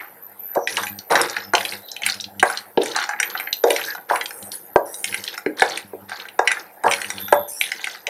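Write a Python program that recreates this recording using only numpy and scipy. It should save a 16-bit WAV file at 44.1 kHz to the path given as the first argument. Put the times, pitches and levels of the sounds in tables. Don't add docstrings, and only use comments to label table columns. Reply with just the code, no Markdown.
import sys
import numpy as np
from scipy import signal
from scipy.fft import rfft, irfft
from scipy.io import wavfile
from scipy.ndimage import uniform_filter1d

SR = 44100
rng = np.random.default_rng(int(sys.argv[2]) if len(sys.argv) > 2 else 0)


def persist_wave(psi):
    counts = np.round(np.clip(psi, -1, 1) * 32767).astype(np.int16)
    wavfile.write(sys.argv[1], SR, np.atleast_2d(counts).T)


N = 356769

# start [t/s], length [t/s], then pan rumble, wood rasp, nut rattle, fat fizz [level/dB]
DRAGS = [(0.0, 0.0035, -45, -34, -49.5, -64), (0.67, 0.16, -41.5, -45, -34.5, -37),
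         (1.097, 0.12, -23, -23.5, -31.5, -34.5), (1.23, 0.17, -44.5, -38, -39.5, -66),
         (1.55, 0.19, -39.5, -48, -40, -37), (2.04, 0.058, -61, -38.5, -30, -38),
         (2.44, 0.12, -77, -34.5, -43, -39.5), (2.8, 0.13, -34.5, -47, -36.5, -49),
         (2.94, 0.088, -50, -29, -34, -68), (3.18, 0.25, -45, -40.5, -49, -71),
         (3.66, 0.23, -42.5, -45, -36.5, -44.5), (4.085, 0.074, -37, -31.5, -43, -39.5),
         (4.22, 0.25, -47.5, -54, -76, -39.5), (4.51, 0.029, -48, -62, -45, -33.5),
         (4.85, 0.33, -53, -58, -59, -38.5), (5.06, 0.29, -48, -52, -42, -62),
         (5.565, 0.19, -38, -40.5, -35.5, -49.5), (6.08, 0.14, -50, -42, -44.5, -76),
         (6.44, 0.16, -44, -39, -45.5, -55.5), (6.85, 0.13, -41.5, -35, -40.5, -34.5),
         (6.97, 0.25, -47, -47, -46.5, -41), (7.475, 0.15, -70, -69, -55.5, -31),
         (7.62, 0.33, -52, -52.5, -40, -56)]
# rumble, rasp, rattle, fizz [level/dB]
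DRAG_REST = (-55, -85, -62, -60)
DRAG_RISE_S, DRAG_FALL_DB_PER_S = 0.015, 183.5
RASP_HZ, RASP_OCTAVES, SLIPS_PER_S = 1450, 0.75, 600
# pitch [f/Hz], strength [level/dB], basic time to fade by 60 dB [t/s]
PAN_TONES = [(298, -8.5, 0.29), (382.5, 3, 0.1), (467.4, 3, 0.2), (563, 0.5, 0.24), (754, -1, 0.054),
             (811, -0.5, 0.19), (910, 2.5, 0.066), (993, -2.5, 0.044), (1330, -10, 0.24), (1613, 8, 0.0063)]
# pitch [f/Hz], strength [level/dB], basic time to fade by 60 dB [t/s]
STEEL_TONES = [(1576, -0.5, 0.058), (2043, -3, 0.062), (2452, 0, 0.032), (3036, -1.5, 0.047),
               (3968, -0.5, 0.066), (4870, -10.5, 0.06), (5790, -5.5, 0.057), (6990, -13, 0.054),
               (8720, -6.5, 0.056), (10170, -5, 0.081)]
# frequency [f/Hz], relative strength per Hz [level/dB]
RATTLE_COLOUR = [(700, -6), (1150, -25), (1600, 9.5), (2200, -1), (3000, 1), (4000, 10), (5900, 4),
                 (8000, -6.5), (12000, -2.5), (16000, -24)]
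# frequency [f/Hz], relative strength per Hz [level/dB]
SIZZLE_COLOUR = [(3500, -51), (5500, -14), (7200, -15.5), (8600, -5.5), (10200, -2.5), (12000, -7.5),
                 (14700, -12.5), (15900, -41)]
# start [t/s], end [t/s], pitch [f/Hz], strength [level/dB]
SQUEALS = [(0, 0.014, 2030, -28), (0.536, 0.862, 5890, -43.5), (1.397, 1.507, 5280, -43.5),
           (1.802, 2.06, 3970, -43.5), (3.855, 3.946, 1690, -28), (7.051, 7.52, 3520, -42.5),
           (7.498, 7.606, 5740, -49)]

POWER_PULSES_PER_S = 99.6
# pitch [f/Hz], width of the first filter [f/Hz]
WHINE_TONES = [(12124, 48), (12620, 90)]
# start [t/s], length [t/s], lower tone, upper tone [level/dB]
WHINE_SURGES = [(0.0, 0.071, -48, -56), (0.22, 0.028, -39.5, -61), (0.385, 0.14, -35.5, -42),
                (0.78, 0.16, -37, -53), (1.05, 0.86, -47, -68), (3.215, 0.69, -38, -40.5),
                (4.1, 1.24, -45.5, -60), (7.19, 0.22, -40, -36)]
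# lower tone, upper tone [level/dB]
WHINE_REST = (-56, -61)
WHINE_RISE_S, WHINE_FALL_DB_PER_S = 0.012, 127
# start [t/s], length [t/s], strength [level/dB]
HUM_STRETCHES = [(0.72, 0.27, -43.5), (1.36, 0.42, -46), (2.03, 0.4, -46.5), (4.42, 0.072, -48),
                 (5.06, 0.18, -48), (5.84, 0.25, -48), (6.86, 0.54, -45)]
HUM_RISE_S, HUM_FALL_DB_PER_S, HUM_REST_DB = 0.0083, 300, -65.5
# frequency [f/Hz], relative strength per Hz [level/dB]
FAN_COLOUR = [(88, -70), (170, 1), (455, 1), (785, 13.5), (1110, -3), (1580, 6.5), (6190, -33.5),
              (10500, -10), (12500, -2.5), (15800, -10)]
FAN_DB = -49.5

# time [t/s], strength [level/dB], clack pitch [f/Hz], tick against the clack [level/dB]
CLACKS = [(0.5507, -27, 1670, 2), (0.6732, -10, 2290, -11.5), (0.7687, -11, 2450, -4),
          (0.833, -16, 1430, -3), (0.868, -19.5, 2250, -7), (0.988, -28, 4270, -2.5),
          (1.1206, -9, 1250, -4.5), (1.154, -7, 1610, -0.5), (1.196, -14.5, 1960, -20),
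          (1.214, -18.5, 5750, 3), (1.297, -23, 5670, -7), (1.3652, -9.5, 1790, -14),
          (1.535, -5.5, 1340, -9), (1.5506, -8.5, 2440, 3.5), (1.58, -15.5, 2660, -19),
          (1.6067, -17, 2060, -5), (1.6506, -12, 2420, -9), (1.7217, -20.5, 2200, -17),
          (1.886, -31, 3900, -30), (1.916, -24.5, 5600, -41), (1.964, -19, 2770, -11.5),
          (2.019, -19.5, 2200, -9), (2.0338, -13, 2650, -20), (2.0455, -29, 2100, -12),
          (2.0625, -7, 2100, -0.5), (2.0878, -16, 1820, -5), (2.098, -23, 2400, 4), (2.141, -30, 4300, 0),
          (2.1992, -22.5, 3760, -22), (2.208, -23, 5830, -28), (2.241, -19.5, 3800, -43),
          (2.396, -17.5, 3250, -6), (2.427, 1, 1510, -12.5), (2.4984, -15.5, 1490, -5),
          (2.5732, -20, 4130, -9), (2.7736, -19, 3180, -39), (2.817, -21, 3530, -29),
          (2.833, -22.5, 1690, 3.5), (2.858, -19.5, 2120, 0), (2.916, -25.5, 4100, -4),
          (2.9613, -11, 1400, 5), (2.986, -13.5, 1490, -26), (2.999, -32, 3000, 0.5),
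          (3.026, -26, 3230, -5), (3.038, -13.5, 1520, -4), (3.09, -10.5, 1400, -8),
          (3.109, -18, 1650, -21), (3.1336, -14.5, 1490, -31), (3.1615, -25, 1720, -28),
          (3.189, -27, 2000, -34), (3.3005, -27.5, 4000, -5), (3.1998, -10, 1800, 2),
          (3.2287, -7, 2200, -10), (3.3513, -14.5, 1580, -23.5), (3.375, -22.5, 3630, -9),
          (3.398, -15, 1930, -11.5), (3.472, -15.5, 1940, -35), (3.5281, -12, 3680, -5),
          (3.6375, -11.5, 1270, -1.5), (3.705, -10, 2680, -2.5), (3.762, -13.5, 2370, -2),
          (3.7834, -19, 1760, -25), (3.794, -17, 1670, -13.5), (3.814, -17, 2380, -15),
          (3.838, -22, 3960, -19), (3.9498, -20, 1370, -6), (3.9783, -23, 1500, -50.5),
          (4.099, -13.5, 1480, -19), (4.1573, -10.5, 1880, -7.5), (4.2103, -11.5, 2090, -9),
          (4.2577, -23.5, 2900, 7), (4.3066, -23.5, 1720, -5), (4.426, -36.5, 3700, 5),
          (4.5175, -28.5, 4200, 1), (4.7584, -21.5, 1530, -2.5), (4.9419, -34.5, 5400, 8),
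          (5.042, -12, 2370, 0), (5.075, -26, 2900, -17), (5.125, -19.5, 2140, -18),
          (5.143, -13.5, 2210, -3), (5.239, -30.5, 4540, 7), (5.266, -32, 4000, -20),
          (5.277, -19.5, 3170, -5), (5.285, -24.5, 3530, -10), (5.298, -40, 4000, -30),
          (5.329, -33, 4000, -31), (5.339, -22.5, 1640, -9), (5.377, -19, 1650, -1.5),
          (5.4603, -18, 1830, -16), (5.596, -18, 1710, -0.5), (5.62, -1.5, 1650, -14),
          (5.706, -28.5, 2500, 2), (5.7739, -17.5, 2370, -2), (6.094, -28, 1520, 0),
          (6.117, -18.5, 1500, -15), (6.199, -24, 3180, -37), (6.253, -26.5, 1670, -16),
          (6.2853, -26, 2880, -13), (6.3901, -5.5, 1300, -12), (6.474, -5.5, 2100, -6.5),
          (6.5064, -15.5, 1870, -13), (6.515, -9.5, 1970, -4.5), (6.569, -17.5, 1480, -42),
          (6.836, -16.5, 1410, -5.5), (6.88, -16, 2140, -24), (6.9116, -11.5, 2270, -4),
          (6.9204, -12.5, 2250, -4.5), (6.9352, -10.5, 2340, -5), (7.016, -15.5, 2230, -5.5),
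          (7.044, -19, 2210, -23), (7.1021, -17.5, 1820, 2.5), (7.182, -21.5, 3070, -28),
          (7.2816, -19, 1700, -10), (7.3237, -4.5, 1470, -9), (7.6118, -9, 2530, -8),
          (7.638, -16, 2740, -10), (7.717, -14, 2100, -5.5), (7.794, -28, 2010, -22),
          (7.8421, -13, 2360, -10), (7.8701, -16, 1780, -11), (7.949, -25.5, 1680, -29),
          (8.0683, -14.5, 2440, -5)]
# time [t/s], strength [level/dB], contact pitch [f/Hz], ring against the thud [level/dB]
KNOCKS = [(0.554, -31, 690, 24.5), (0.572, -8, 555, -15), (0.775, -14.5, 1130, 1.5), (1.104, -23, 760, 18),
          (1.118, -16, 855, 10.5), (1.154, -18.5, 880, 10), (1.537, -6.5, 800, -1.5), (2.43, -2, 780, -6),
          (2.775, -4.5, 420, 2.5), (3.639, -2.5, 550, 1.5), (3.704, -9.5, 570, 0), (4.11, -4, 814, -4.5),
          (4.129, -11, 930, -1), (4.759, 3.5, 685, -10), (5.462, -9, 343, -5), (5.62, -2, 680, -10),
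          (5.932, -22, 420, -0.5), (6.393, -1, 774, -12), (6.843, -7, 790, 1.5), (6.861, -4.5, 875, -0.5),
          (7.325, 4, 770, -10), (8.073, -44.5, 603, 25.5)]
# frequency [f/Hz], time to fade by 60 dB [t/s]
ROOM_FADE = [(300, 0.41), (1000, 0.31), (3000, 0.15), (10000, 0.18)]
MICROPHONE_TOP_HZ = 15850


def gain_of(db):
    return 10 ** (np.asarray(db) / 20)


def evened(x):
    return x / np.sqrt(np.mean(x ** 2) + 1e-20)


def read(points, hz):
    f, value = np.transpose(points)
    return np.interp(np.log(hz + 1), np.log(f + 1), value)


def add(mix, s, sound):
    part = mix[round(s * SR):][:len(sound)]
    part += sound[:len(part)]


def band(x, hz, octaves):
    f = np.fft.rfftfreq(len(x), 1 / SR)
    hump = np.exp(-(np.log2((f + 1) / hz) / octaves) ** 2)
    return irfft(rfft(x) * hump, len(x))


def colour(x, points, patchy_db):
    hz, _, z = signal.stft(x, SR, nperseg=512, noverlap=384)
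    patches = rng.standard_normal(z.shape[::-1]).T
    patches = uniform_filter1d(patches, size=5, axis=0)
    patches = evened(uniform_filter1d(patches, size=22, axis=1))
    gain = gain_of(read(points, hz)[:, None] + patchy_db * patches)
    shaped = signal.istft(z * gain, SR, nperseg=512, noverlap=384)[1]
    return evened(shaped[:N])


def grains(per_s, spread_db):
    hit, size, sign = rng.random((N, 3)).T
    sizes = gain_of(-spread_db * np.log(np.maximum(size, 0.01)))
    return (hit < per_s / SR) * sizes * np.sign(sign - 0.5)


def resonate(x, hz, width):
    turn = np.exp(2j * np.pi * np.cumsum(hz * np.ones(len(x))) / SR)
    r = np.exp(-np.pi * width / SR)
    return 2 * (turn * signal.lfilter([1 - r], [1, -r], x / turn)).real


def gains_over_time(rows, rise_s, fall_db_per_s, rest_db):
    t = np.arange(N) / SR
    power = gain_of(rest_db)[:, None] ** 2
    for start, length, *db in rows:
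        rise = np.clip((t - start) / rise_s, 0, 1)
        fall = gain_of(-fall_db_per_s * np.clip(t - start - length, 0, 1))
        power = power + (gain_of(db)[:, None] * rise * fall) ** 2
    return np.sqrt(power)


def jostle(count):
    t, out = np.arange(1024) / SR, np.zeros(N)
    for hz in np.geomspace(1400, 8000, count):
        ping = band(rng.standard_normal(len(t)), hz, 0.3)
        ping *= gain_of(-60 * t / 0.014) * (1 - np.exp(-t / 0.0004))
        out += signal.oaconvolve(grains(45, 3.5), ping / np.linalg.norm(ping))[:N]
    steel = sum(gain_of(db) * resonate(out, hz, 0.47 / t60) for hz, db, t60 in STEEL_TONES)
    return evened(out + 0.29 * steel)


def stroke():
    shake, press, push, fizz = gains_over_time(DRAGS, DRAG_RISE_S, DRAG_FALL_DB_PER_S, DRAG_REST)

    t = np.arange(round(0.2 * SR)) / SR
    pan = sum(gain_of(db - 60 * t / (0.28 * t60)) * np.sin(2 * np.pi * (hz * t + rng.random()))
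              for hz, db, t60 in PAN_TONES)
    rumble = evened(signal.oaconvolve(grains(500, 0.79), pan)[:N])
    rasp = evened(band(grains(SLIPS_PER_S, 0.58), RASP_HZ, RASP_OCTAVES))

    busy = np.clip(push / gain_of(-45), 0, 1)
    grit = busy * jostle(count=16) + 0.45 * rng.standard_normal(N)
    rattle = colour(grit, RATTLE_COLOUR, 3)

    spit = grains(4000, 3.2)
    steel = sum(gain_of(db) * resonate(spit, hz, 250) for hz, db, _ in STEEL_TONES)
    sizzle = colour(spit + 0.75 * steel, SIZZLE_COLOUR, 7)
    return shake * rumble + press * rasp + push * rattle + fizz * sizzle


def squeals():
    out = np.zeros(N)
    for start, end, hz, db in SQUEALS:
        noise = rng.standard_normal(SR // 2)[:round((end - start) * SR)]
        tone = evened(resonate(resonate(noise, hz, 90), hz, 700))
        waver = gain_of(1.4 * evened(uniform_filter1d(noise, size=900)))
        add(out, start, gain_of(db) * tone * np.sqrt(np.hanning(len(tone))) * waver)
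    return out


def hob():
    turns = POWER_PULSES_PER_S * np.arange(N) / SR + 0.43
    pulse_gains = gain_of(rng.standard_normal(int(turns[-1]) + 2))
    strength = pulse_gains[np.round(turns).astype(int)]
    puffs = 0.4 + strength * np.cos(np.pi * turns) ** 4

    surges = gains_over_time(WHINE_SURGES, WHINE_RISE_S, WHINE_FALL_DB_PER_S, WHINE_REST)
    whine = np.zeros(N)
    for gain, (hz, width) in zip(surges, WHINE_TONES):
        tone = resonate(resonate(rng.standard_normal(N), hz, width), hz, 690)
        whine += gain * evened(puffs * tone)

    drift = uniform_filter1d(uniform_filter1d(rng.standard_normal(N), size=1100), size=1100)
    flutter = gain_of(5.5 * evened(drift))
    hum = sum(gain_of(db) * np.sin(2 * np.pi * k * turns) for k, db in enumerate([-1, 0, -7], start=1))
    hum_gain = gains_over_time(HUM_STRETCHES, HUM_RISE_S, HUM_FALL_DB_PER_S, [HUM_REST_DB])[0]

    fan = colour(rng.standard_normal(N), FAN_COLOUR, 5.7)
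    return whine + hum_gain * evened(flutter * hum) + gain_of(FAN_DB) * fan


def clacks():
    out, t = np.zeros(N), np.arange(2048) / SR
    hz, db, t60 = np.transpose(STEEL_TONES)[:, :, None]
    noise = rng.standard_normal((len(CLACKS), 2, len(t)))
    luck = rng.standard_normal((len(CLACKS), 2, len(STEEL_TONES), 1))
    bounces = rng.random((len(CLACKS), 3))
    for (s, level_db, pitch, tick_db), (a, b), (stray, spot), (tone, wait, soft) in zip(
            CLACKS, noise, luck, bounces):
        modes = np.sin(2 * np.pi * hz * (1 + 0.045 * stray) * t + 2 * spot)
        ring_db = db - 24 * abs(np.log2(hz / pitch)) - 60 * t / (0.5 * t60)
        ring = (gain_of(ring_db) * modes).sum(0)
        burst = evened(band(a, pitch, 0.52)) * gain_of(-60 * t / 0.024)

        edge_hz = 4500 + 4500 * tone
        ping_db = db + 6 * spot - 15 * abs(np.log2(hz / edge_hz)) - 60 * t / (0.4 * t60)
        ping = (gain_of(ping_db) * modes).sum(0)
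        tick = 0.6 * evened(band(b, edge_hz, 0.6)) * gain_of(-60 * t / 0.018)
        tick = gain_of(tick_db) * (tick + 1.5 * ping / abs(ping).max()) * (1 - np.exp(-t / 0.00022))

        thump_db = -16 - 19 * np.log2(pitch / 1600) - 60 * t / 0.088
        thump = evened(band(a, 803, 0.15)) * gain_of(thump_db)

        clack = 1.1 * ring / abs(ring).max() + 0.9 * burst + tick + thump
        clack *= (1 - np.exp(-t * pitch / 1.8)) ** 2
        clack *= 1 + 0.6 * np.exp(-t / 0.002)
        add(out, s, gain_of(level_db) * clack)
        add(out, s + 0.004 + 0.01 * wait, gain_of(level_db - 5.5 - 20 * soft) * clack)
    return out


def knocks():
    out, t = np.zeros(N), np.arange(round(0.4 * SR)) / SR
    hz, db, t60 = np.transpose(PAN_TONES)[:, :, None]
    luck = rng.standard_normal((len(KNOCKS), 2, len(PAN_TONES), 1))
    noise = rng.standard_normal((len(KNOCKS), len(t)))
    for (s, level_db, pitch, ring_db), (spot, phase), hiss in zip(KNOCKS, luck, noise):
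        modes = np.sin(2 * np.pi * hz * (1 + 0.017 * spot) * t + 1.18 * phase)
        near_db = db - 13.3 * abs(np.log2(hz / pitch)) + 2.4 * spot
        thud = (gain_of(near_db - 60 * t / 0.021) * modes).sum(0) * (1 - np.exp(-t / 0.015))

        low_db = db - 13.2 * abs(np.log2(hz / (0.85 * pitch))) + 2.5 * spot
        ring = (gain_of(low_db - 60 * t / t60) * modes).sum(0)
        chatter = 1.1 * evened(band(hiss, pitch, 0.65)) * gain_of(-60 * t / 0.14)
        ring = (ring / abs(ring).max() + chatter) * (1 - np.exp(-t / 0.027))
        add(out, s, gain_of(level_db) * (thud / abs(thud).max() + gain_of(ring_db) * ring))
    return out


def kitchen(x):
    taps = np.zeros(SR // 2)
    at = np.arange(150, len(taps) - 20, 20)
    taps[at + rng.integers(0, 20, len(at))] = rng.choice([-1.0, 1.0], len(at))
    hz, t, z = signal.stft(taps, SR, nperseg=256)
    fade = gain_of(-60 * t / read(ROOM_FADE, hz)[:, None])
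    tail = signal.istft(z * fade, SR, nperseg=256)[1]
    return signal.oaconvolve(x, tail / np.linalg.norm(tail))[:N]


def scene():
    blows, nuts = knocks(), clacks()
    wet = kitchen(gain_of(-13.5) * blows + gain_of(-8.5) * nuts)
    return (blows + nuts + wet + stroke() + squeals() + hob())[None]


def record(dry):
    thin = signal.sosfilt(signal.butter(3, 105, "high", fs=SR, output="sos"), dry)
    clipped = np.clip(thin, -1, 1)
    treble_cut = signal.firwin(511, MICROPHONE_TOP_HZ, window=("kaiser", 9), fs=SR)
    return signal.oaconvolve(clipped, treble_cut[None], "same")


dry = scene()
out = record(dry)
persist_wave(out)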